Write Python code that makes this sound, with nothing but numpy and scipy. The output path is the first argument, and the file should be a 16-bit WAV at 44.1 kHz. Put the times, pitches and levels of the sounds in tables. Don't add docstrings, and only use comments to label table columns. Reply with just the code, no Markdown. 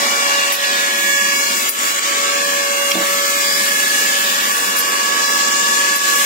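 import sys
import numpy as np
from scipy import signal
from scipy.fft import rfft, irfft
from scipy.io import wavfile
from scipy.ndimage import uniform_filter1d, map_coordinates

SR = 44100
rng = np.random.default_rng(int(sys.argv[2]) if len(sys.argv) > 2 else 0)


def wav_record(signal):
    frames = np.transpose(np.atleast_2d(signal))
    bounded = np.clip(frames, -1, 1)
    quanta = np.round(bounded * 32767).astype(np.int16)
    wavfile.write(sys.argv[1], SR, quanta)


def nominal_scale(level):
    x = np.asarray(level, float) / 20
    return 10 ** x


N = 275625
T = np.arange(N) / SR

KNIVES = 6
FRAMES, POINTS = 320, 2048
START_TURNS, GAIN_TURNS = (93.8, 95.27), (0.035, 0.023)

# (f/Hz, level/dB per Hz)
LEFT_RUSH = [(200, -64.5), (330, -64.5), (550, -67.5), (900, -68), (1400, -61.5), (1800, -59),
             (2600, -56.5), (3700, -62.5), (4600, -59), (7200, -56), (9000, -65.5), (11500, -69.5),
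             (14000, -68.5), (15700, -72)]
RIGHT_RUSH = [(200, -61.5), (330, -61.5), (550, -61), (900, -63.5), (1400, -59.5), (1800, -55.5),
              (2600, -56), (3700, -59.5), (4600, -63), (7200, -66.5), (9000, -75), (11500, -72),
              (14000, -74.5), (15700, -64.5)]
# (f/Hz, likeness 0-1)
LIKENESS = [(200, 0.97), (550, 0.82), (900, 0.3), (1500, 0.59), (2600, 0.22), (3700, 0.13), (5000, 0),
            (9000, 0.44), (15000, 0)]
# (f/Hz, lead/rad)
LEFT_LEAD = [(0, 0), (430, 0.4), (1640, 4.0), (2500, 6.2), (2930, 6.5), (3620, 9.5), (4220, 9.8),
             (4570, 11.4), (7060, 17.9), (8010, 18.6), (11600, 27.6), (13700, 31.9), (15600, 37.5),
             (16500, 37.4)]
# (f/Hz, width/Hz, level/dB)
RUSH_HOLLOWS = [(3775, 210, -1.5), (4340, 150, -2.5), (3140, 140, -1.5)]
# (t/s, nearness/dB, open view to the chips/dB, turn to the left/dB)
WALK = [(0, 6, -7, -2), (.3, 5, -8.5, 1.5), (.7, -1, -2, -0.5), (1.1, -2.5, 4.5, 3), (1.5, -4, 10, -2),
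        (1.9, -3.5, 10.5, -4), (2.3, -0.5, 0, -1.5), (2.7, -2, 5, -0.5), (3.0, 1, -0.5, 0.5),
        (3.3, -3, 7, 0), (3.6, -0.5, 4, -1.5), (4.1, -1.5, 7, -1), (4.6, -0.5, 5.5, -1), (5.1, 2, -2.5, 0),
        (5.5, 2, -0.5, -0.5), (5.9, 1.5, -2, 2.5), (6.25, 2, 1, -0.5)]
# (t/s, speed to near head/(m/s), speed to far head/(m/s))
APPROACH = [(0, 0, .3), (.45, .36, -.3), (.9, 0, .07), (1.25, 0, .05), (1.55, -.5, .15), (2.0, .55, .05),
            (2.5, .36, .15), (2.95, -.55, .25), (3.35, -.07, -.25), (3.75, .1, .2), (4.3, -.35, .1),
            (4.55, .1, -.35), (5.2, .1, .2), (5.55, .5, .3), (5.8, .1, .1), (6.25, .2, -.05)]
# (t/s, level/dB)
BODY_SCREEN = [(0, -6), (.4, -1), (.9, 0), (1.5, 0.5), (2.3, -1), (3.0, 0), (3.6, 1), (4.4, -1.5),
               (4.9, -5), (5.4, -3.5), (5.9, 0), (6.25, 0)]

# (start t/s, end t/s, f/Hz, width/Hz, level/dB, lean/dB)
WHISTLES = [
    (3.85, 4.7, 801, 3.7, -44, -2),
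    (3.37, 3.66, 4880, 740, -24, 5),
    (1.26, 1.6, 4700, 930, -34, 9),
    (1.5, 1.68, 7500, 640, -29, 12),
    (1.6, 7, 7340, 430, -34.5, 12),
]
# (t/s, length/s, level/dB, lean/dB)
PUFFS = [
    (0.518, 0.035, -18.5, -2),
    (1.689, 0.013, -10, 3),
    (4.762, 0.008, -18, 3),
    (4.782, 0.012, -16.5, -1),
    (5.957, 0.014, -17, 1),
]
# (f/Hz, level/dB per Hz)
JET = [(3000, -24), (5000, -11), (8500, -7), (11000, -1), (14000, 0), (16000, -1)]
# (t/s, peak level/dB, f/Hz, 60 dB decay/s, lean/dB)
TICKS = [(0.11, -11, 2890, 0.046, -3), (0.643, -6, 2740, 0.018, -3), (1.471, -10, 4500, .012, 3),
         (2.908, -16, 2430, .03, -4), (2.912, -13, 3300, 0.027, 0), (1.792, -4, 7030, .008, 6),
         (1.834, -9, 7000, .008, -1), (1.951, -15, 6500, .008, 9), (1.961, -6, 6950, 0.0088, 6),
         (1.993, -4, 7600, 0.0097, 2), (2.037, -12, 4580, 0.018, -2), (2.916, -5.5, 2310, 0.022, -8),
         (2.918, -6, 3180, 0.02, 3), (2.917, -14, 4560, .012, 0), (2.916, -6.5, 5600, 0.026, -1),
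         (2.948, -9, 3550, 0.025, 0), (3.802, -6, 2800, 0.009, 0), (5.098, -14, 6850, 0.01, 7)]
# (t/s, peak level/dB)
THUDS = [
    (2.954, -9),
    (2.964, -19),
    (2.9755, -12),
    (3.006, -17),
    (3.03, -22),
]
# (f/Hz, level/dB, twice the 60 dB decay/s)
PILE_TONES = [(140, 1, 0.3), (183, 6, 0.18), (255, 3, 0.14), (330, -6, 0.2), (440, -2, 0.08),
              (650, -6, 0.09), (820, -4, .08)]

# (order, level/dB above 1 Hz of rush)
NEAR_ORDERS = [(2, -10), (3, 14), (4, 14), (5, 8), (7, -3), (9, 22), (11, 22), (15, 18.5), (17, 23.5),
               (21, 19.5), (22, 20), (27, 15), (28, 17)]
FAR_ORDERS = [(2, 4.4), (3, 2.8), (5, 18.8), (8, 9.3), (10, 24), (11, 22), (13, 19.3), (15, 25), (16, 13),
              (21, 3.5), (22, 3.7), (25, 3.3), (26, 5.6), (27, 12.5), (28, 2.6), (29, 3.3)]
# (order, t/s, length/s, right
# level/dB, lean/dB)
NEAR_SPOTS = [(6, 0.25, 0.7, -29.5, -7.5), (6, 0.71, 1.4, -31.5, -5), (6, 2.495, 0.51, -24, -17),
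              (6, 2.94, 0.43, -24, -8), (6, 3.22, 1.1, -31.5, -3), (6, 4.25, 0.31, -32.5, -12),
              (6, 6.1, 2.4, -32, -23), (12, 0.13, 0.92, -23, -8), (12, 1.26, 0.48, -27.5, -20),
              (12, 1.81, 0.23, -28.5, -26), (12, 2.44, 2.2, -35, 8), (12, 4.43, 0.71, -27.5, -25),
              (12, 5.06, 0.72, -24.5, -23), (12, 5.66, 0.78, -21.5, -15), (12, 6.16, 0.25, -24, -26),
              (18, 0.34, 0.19, -22.5, 1.5), (18, 0.74, 0.3, -19.5, -4.5), (18, 1.16, 0.4, -18, -11),
              (18, 1.93, 0.42, -28, -17), (18, 2.48, 0.26, -23, -15), (18, 3.86, 0.54, -20, -5.5),
              (18, 5.9, 0.27, -22.5, -15), (18, 6.36, 2.9, -20.5, -17), (18, 9, 0.15, -20.5, -10),
              (24, 0.81, 0.14, -30, -25), (24, 1.115, 0.2, -22, -21), (24, 1.37, 0.12, -24, -2),
              (24, 1.57, 0.17, -31, -6), (24, 4, 0.21, -31, -6), (24, 5.19, 0.19, -33, -12),
              (30, 0.37, 0.26, -27.5, -8), (30, 1.38, 0.39, -29, -14), (30, 1.93, 0.22, -31, -27),
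              (30, 2.87, 0.27, -24.5, -14), (30, 4.01, 0.12, -30.5, -8), (30, 4.9, 0.51, -32, -3.5),
              (30, 5.57, 0.41, -30.5, -25), (30, 6.17, 0.15, -32, -2),
              (10, 0.87, 0.16, -42, 0), (10, 1.5, 0.57, -38, -25), (10, 4.63, 0.17, -38, 4),
                   (10, 5.4, 1.3, -42.5, 8), (13, 2, 0.91, -38, -5), (13, 3.22, 0.34, -41, -1),
                   (13, 5.3, 3.1, -31.5, -7), (14, 0.33, 0.24, -35, 1), (14, 0.81, 0.36, -32, 1.5),
                   (14, 2.15, 1.3, -32.5, -9), (14, 3.22, 0.26, -30.5, -12), (14, 5.08, 0.5, -33, -17),
                   (16, 0.58, 0.34, -31.5, -7), (16, 2.4, 0.19, -33, -9), (16, 5.8, 7, -31.5, -4),
                   (19, 0.39, 0.28, -43, -3), (19, 1.12, 0.2, -26, -14), (19, 2.55, 0.26, -31, 2),
                   (19, 3.9, 0.52, -33, -12), (20, 0.39, 0.27, -41.5, 10.5), (20, 0.69, 0.34, -28.5, -6),
                   (20, 1.13, 0.48, -30.5, 1.5), (20, 3.96, 0.17, -29, -2), (20, 4.3, 0.36, -32, -8),
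                   (23, 1.2, 0.84, -29.5, -14), (23, 3.2, 0.22, -32, -18), (23, 3.1, 2.5, -30, -10),
                   (26, 0.85, 0.96, -34, -2), (26, 2.49, 0.34, -35.5, 1), (26, 3.4, 0.27, -32, -4),
                   (26, 3.74, 0.22, -45, -6), (29, 0.39, 0.28, -30, -2), (29, 1.19, 0.27, -44, -3),
                   (29, 2.3, 0.15, -33, -10), (36, 1.15, 0.36, -28.5, -17), (36, 2.8, 0.17, -36, -4),
                   (36, 3.49, 0.15, -27.5, -10), (25, .2, .5, -31.5, -7),
              (8, 0.3, 0.99, -33.5, -6), (8, 2.56, 0.7, -42, -4)]
FAR_SPOTS = [(6, 0.08, 0.16, -36, -19), (6, 0.45, 0.53, -42, -25.0), (6, 2.9, 0.16, -40, -12.0),
             (6, 6, 0.28, -37, -20), (12, 0.41, 0.39, -28.5, 0), (12, 1.27, 0.36, -29, -25.0),
             (12, 2.2, 0.72, -27, -12), (12, 3.02, 0.48, -25, -22.0), (12, 3.46, 0.32, -26.5, -25.0),
             (12, 5.5, 3.4, -26, -5), (12, 4.52, 0.13, -25, -8), (12, 6.7, 0.42, -30.0, -3),
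             (18, 1.37, 0.29, -25, -7), (18, 1, 0.36, -44, -17.0), (18, 3.28, 0.31, -27.5, -15),
             (18, 3, 0.2, -29, -10), (18, 3.8, 0.94, -24, -15), (18, 5.77, 0.32, -26, 2),
             (18, 5, 0.44, -32, -4.0), (18, 5.3, 0.28, -26, -1), (18, 4.6, 0.3, -27, -8),
             (18, 6.2, 0.25, -25, -4.0), (24, 0.11, 0.28, -26.5, -7), (24, 0.46, 0.15, -33, -9.0),
             (24, 1.5, 0.18, -33, -9.0), (24, 2.03, 0.41, -37.5, 3.5), (24, 5.7, 0.59, -39, -6),
             (24, 7.5, 0.2, -38, -5), (30, 0.01, 0.21, -29.0, -2), (30, 0.37, 0.15, -32, -4),
             (30, 5.8, 0.32, -42.0, 3.0), (14, 1.17, 0.15, -41.0, -12.0), (14, 1, 1.05, -47, -16.0),
             (14, 3.9, 0.18, -42.0, -25.0), (20, 0.54, 0.15, -40, -5), (20, 0.91, 0.34, -33.0, -6.0),
             (20, 1.3, 0.29, -33, -8.0), (20, 4.31, 0.66, -42, -9.0),
             (17, 0.33, 0.15, -35, 1), (17, 1.45, 0.28, -39, 1), (17, 2.76, 0.64, -30, -11),
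                  (17, 4, 0.55, -29.5, -16), (17, 4.75, 0.24, -36, -8), (17, 5.24, 0.58, -28.5, -15),
                  (19, 2.7, 1.59, -32, -25), (19, 3.7, 0.33, -29, -24), (19, 4.45, 0.53, -29, -1),
                  (19, 4.97, 0.23, -33, -13), (19, 5.8, 0.57, -33, -2), (23, 1.08, 0.25, -37, -25),
                  (23, 2.4, 2.1, -38, -19), (23, 2.22, 0.26, -31, -8), (23, 3.05, 0.16, -37, -4),
                  (23, 3.36, 0.15, -38, 0),
             (4, 5.4, 3.7, -44.5, -5.5), (7, 1.3, 2.3, -46, -4), (9, 1.3, 1.8, -44, -9)]
# (order, right level/dB, lean/dB)
NEAR_REST = [(6, -37.5, -15), (12, -55, 4), (18, -46, -4), (24, -36, -4), (30, -37.5, -3.5),
             (10, -44, -1), (13, -55, 13), (14, -35, -30), (16, -36, -7), (19, -42.5, -2),
                  (20, -38.5, -3), (23, -46, -2), (26, -44.5, 6), (29, -42, -3), (36, -38, 2),
                  (25, -43.5, -3),
             (8, -53.5, 1)]
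FAR_REST = [(6, -42, -5.5), (12, -38.5, -25), (18, -33, -0.5), (24, -43.5, 0), (30, -53, -8), (14, -49, 6),
            (20, -46, -6),
            (17, -45, -2), (19, -53, 1), (23, -47, -1),
            (4, -59, -6), (7, -53, 2), (9, -58, -4)]

# (t/s, dip level/dB, onset/s, recovery/s)
DIPS = [
    (.518, -4.5, 0.049, 0.042),
    (1.689, -9, 0.015, 0.073),
    (1.92, -3, 0.0069, 0.047),
    (1.994, -4.5, .005, 0.034),
    (2.919, -3.5, .005, 0.033),
    (2.957, -2.5, 0.0041, 0.054),
    (4.775, -0.5, 0.018, 0.034),
    (5.958, -4.5, 0.014, 0.063),
]
# (f/Hz, extra sink/dB for each dB below the surroundings)
SUPPRESS = [(900, 0), (1400, 3), (2200, 2), (3000, 4.5), (4300, 8), (5200, 2.5), (7500, 1.5), (9500, 8),
            (15000, 8)]
# (f/Hz, level/dB)
BASS_CUT = [(20, -50), (60, -46), (100, -40), (130, -24), (150, -16.5), (176, -12.5), (190, 0)]


def in_time(rows, s):
    rows = np.array(rows)
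    return np.array([np.interp(s, rows[:, 0], column) for column in rows.T[1:]])


def at_hz(points, hz):
    points = np.array(points)
    return np.interp(np.log(hz + 1), np.log(points[:, 0] + 1), points[:, 1])


def lean(db):
    return nominal_scale(db * np.array([[0.5], [-0.5]]))


def drift(rate):
    knots = rng.standard_normal(400)
    return map_coordinates(knots, [T * np.clip(rate, 0.1, 60)], order=1) * 1.22


def port_pair(hz, shape):
    shared, left, right = rng.standard_normal((3, *shape, 2)) @ [1, 1j] / np.sqrt(2)
    alike = np.clip(at_hz(LIKENESS, hz), 0, 1)
    lead = np.exp(1j * np.interp(hz, *np.transpose(LEFT_LEAD)))
    leads = np.array([lead, np.ones_like(lead)]).reshape(2, *[1] * (len(shape) - 1), -1)
    return np.sqrt(alike) * shared * leads + np.sqrt(1 - alike) * np.array([left, right])


def turns(which):
    t = T + np.cumsum(in_time(APPROACH, T)[which]) / SR / 343
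    return START_TURNS[which] * t + GAIN_TURNS[which] * t ** 2 / 2


def rush(hump_db, patchy_db, knife_beat, turn_beat):
    view_hz, screen_hz = 6340, 2130
    low_turn, bass_share = 1, 0.046
    shade_db = 2
    hz = np.fft.rfftfreq(N, 1 / SR)
    angle = turns(0)
    knife_hz = KNIVES * angle[-1] * SR / N
    humps_db = hump_db * np.cos(2 * np.pi * hz / knife_hz)
    for at, width_hz, db in RUSH_HOLLOWS:
        humps_db = humps_db + db * np.exp(-((hz - at) / width_hz) ** 2)
    colour = nominal_scale(np.array([at_hz(LEFT_RUSH, hz), at_hz(RIGHT_RUSH, hz)]) + humps_db)
    noise = colour * port_pair(hz, hz.shape) * np.sqrt(N * SR / 2)
    turn_pulse = np.cos(2 * np.pi * angle) + np.cos(4 * np.pi * angle)
    beat = knife_beat * np.cos(2 * np.pi * KNIVES * angle) + turn_beat * turn_pulse

    near_db, view_db, turn_db = in_time(WALK, T)
    screen_db = in_time(BODY_SCREEN, T)[0]
    together = drift(14)
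    centres = np.geomspace(225, 14400, 13)
    place = np.interp(np.log(hz + 1), np.log(centres), np.arange(13))
    out = 0
    for k, centre in enumerate(centres):
        treble = np.clip(np.log2(centre / 1500) / 2, 0, 1)
        near_share = bass_share + (1 - bass_share) * np.clip(np.log2(centre / 300) / 2, 0, 1)
        db = near_db * near_share
        db = db + view_db / (1 + (view_hz / centre) ** 2)
        db = db + screen_db * np.exp(-2 * np.log2(centre / screen_hz) ** 2)
        db = db + shade_db * drift(3.025)
        db = db + patchy_db * treble * (0.18 * together + drift(20))
        lean_db = (low_turn + (1 - low_turn) * treble) * turn_db
        band = irfft(noise * np.clip(1 - abs(place - k), 0, 1), N)
        out = out + band * nominal_scale(db) * lean(lean_db) * (1 + treble * beat)
    return out


def whistles():
    out = np.zeros((2, N))
    for start, end, hz, width_hz, db, lean_db in WHISTLES:
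        edges = [hz - width_hz / 2, hz + width_hz / 2]
        narrow = signal.butter(2, edges, "band", fs=SR, output="sos")
        band = signal.sosfilt(narrow, rng.standard_normal((2, N)))
        gate = np.clip(np.minimum(T - start, end - T) / 0.11, 0, 1)
        out += band / band.std() * gate * nominal_scale(db) * lean(lean_db)
    return out


def valves():
    hz = np.fft.rfftfreq(N, 1 / SR)
    jet = irfft(nominal_scale(at_hz(JET, hz)) * port_pair(hz, hz.shape), N)
    gate = np.zeros((2, N))
    for s, length, db, lean_db in PUFFS:
        rise = np.clip((T - s) / 0.0027, 0, 1)
        fall = np.exp(-np.maximum(T - s - length, 0) / 0.021)
        gate += rise * fall * nominal_scale(db) * lean(lean_db)
    return jet / jet.std() * gate


def ring(s, db, hz, t60):
    t = np.maximum(T - s, 0)
    return nominal_scale(db - 3 - 60 * t / t60) * np.minimum(20 * t / t60, 1) * np.sin(2 * np.pi * hz * t)


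def stick_ticks():
    rough = 1 + 0.7 * uniform_filter1d(rng.standard_normal((2, N)), size=5)
    out = np.zeros((2, N))
    for s, db, hz, t60, lean_db in TICKS:
        out += ring(s, db, hz, t60) * rough * lean(lean_db)
    return out


def stick_lands():
    low_band = signal.butter(4, [130, 850], "band", fs=SR, output="sos")
    rumble = signal.sosfilt(low_band, rng.standard_normal(N))
    out = np.zeros(N)
    for s, db in THUDS:
        for hz, tone_db, t60 in PILE_TONES:
            out += ring(s, db + tone_db - 7 + rng.normal(0, 2.0), hz, t60 / 2)
        out += ring(s, db + 6, 320, 0.033) + ring(s, db, 620, 0.022)
        out += rumble * (T > s) * nominal_scale(db + 1 - 60 * np.maximum(T - s, 0) / 0.15)
    return out * nominal_scale(np.array([[-3.5], [2.5]]))


def standing(spots, rest):
    s = np.linspace(0, N / SR, FRAMES)
    power = {k: nominal_scale([[db + lean_db], [db]]) ** 2 + 0 * s for k, db, lean_db in rest}
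    for k, middle, length, db, lean_db in spots:
        bell = np.exp(-(2 * (s - middle) / length) ** 2)
        power[k] = power[k] + nominal_scale([[db + lean_db], [db]]) ** 2 * bell
    return power


def head(which, spots, rest, low_orders, turn_db, knife_db, fade_db, width_hz):
    order = np.arange(1, 170)
    angle = turns(which)
    hz = order * angle[-1] * SR / N
    over_db = np.where(order % KNIVES == 0, knife_db - fade_db * np.log2(order / 36), turn_db)
    for k, db in low_orders:
        over_db[k - 1] = db
    size = nominal_scale(over_db + np.array([at_hz(LEFT_RUSH, hz), at_hz(RIGHT_RUSH, hz)]))[:, None]

    sway = port_pair(hz, (FRAMES, len(order)))
    keep = np.exp(-np.pi * width_hz * np.sqrt(order / 18) * N / SR / FRAMES)
    for i in range(1, FRAMES):
        sway[:, i] = keep * sway[:, i - 1] + np.sqrt(1 - keep ** 2) * sway[:, i]
    lead = np.interp(hz, *np.transpose(LEFT_LEAD)) * np.array([[1], [0]])
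    steady = np.exp(1j * (rng.uniform(0, 2 * np.pi, len(order)) + lead))
    lines = size * (0.5 * steady[:, None] + 0.65 * sway)
    for k, power in standing(spots, rest).items():
        lines[:, :, k - 1] = np.sqrt(power) * (steady[:, None, k - 1] + 0.25 * sway[:, :, k - 1])

    with_zero_order = np.pad(lines, ((0, 0), (0, 0), (1, 0)))
    waves = irfft(with_zero_order, POINTS) * POINTS / np.sqrt(2)
    where = [T * SR / N * (FRAMES - 1), angle % 1 * POINTS]
    return np.array([map_coordinates(w, where, order=1, mode="grid-wrap") for w in waves])


def near_head():
    spots = NEAR_SPOTS
    rest = NEAR_REST
    return head(0, spots, rest, NEAR_ORDERS + [(78, 7.2)],
                turn_db=16.0, knife_db=25.0, fade_db=2.5, width_hz=1.97)


def far_head():
    spots = FAR_SPOTS
    rest = FAR_REST
    return head(1, spots, rest, FAR_ORDERS, turn_db=11.5, knife_db=17.0, fade_db=23.0, width_hz=1.35)


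def scene():
    air = rush(hump_db=-1.0, patchy_db=1.15, knife_beat=0.055, turn_beat=0.064)
    events = whistles() + valves() + stick_ticks() + stick_lands()
    return air + events + far_head() + near_head()


def limit(x):
    gain_db = 0
    for s, db, onset, recovery in DIPS:
        fall = np.clip((T - s) / onset, 0, 1)
        gain_db = gain_db + db * fall * np.exp(-(np.maximum(T - s - onset, 0) / recovery) ** 1.8)
    return 0.98 * np.tanh(x * nominal_scale(gain_db) / 0.93)


def suppress(x, margin_db):
    hz, _, z = signal.stft(x, SR, nperseg=2048)
    power = (abs(z) ** 2).mean(axis=0) + 1e-18
    patch = uniform_filter1d(uniform_filter1d(power, size=8, axis=0), size=3, axis=1)
    around = uniform_filter1d(np.log10(patch), size=41, axis=0)
    doubt = rng.standard_normal(power.shape)
    doubt = uniform_filter1d(uniform_filter1d(doubt, size=16, axis=0), size=2, axis=1)
    under_db = 10 * (np.log10(patch) - around) + 1.1 * doubt / doubt.std()
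    strength = np.clip(at_hz(SUPPRESS, hz), 0, 8)[:, None]
    sink_db = strength * np.clip(under_db + margin_db, -6, 0.4)
    return signal.istft(z * nominal_scale(sink_db), SR, nperseg=2048)[1][:, :N]


def cut_bass(x):
    hz = np.fft.rfftfreq(2 * N, 1 / SR)
    return irfft(rfft(x, 2 * N) * nominal_scale(at_hz(BASS_CUT, hz)), 2 * N)[:, :N]


def top_cut(x):
    return signal.sosfilt(signal.butter(12, 15830, fs=SR, output="sos"), x)


def record(dry):
    x = suppress(limit(dry), margin_db=0.5)
    x = signal.sosfilt(signal.ellip(12, 0.5, 90, 15740, fs=SR, output="sos"), x)
    mix = cut_bass(x * np.clip(T / 0.00091, 0, 1))
    return top_cut(mix)


dry = scene()
out = record(dry)
wav_record(out)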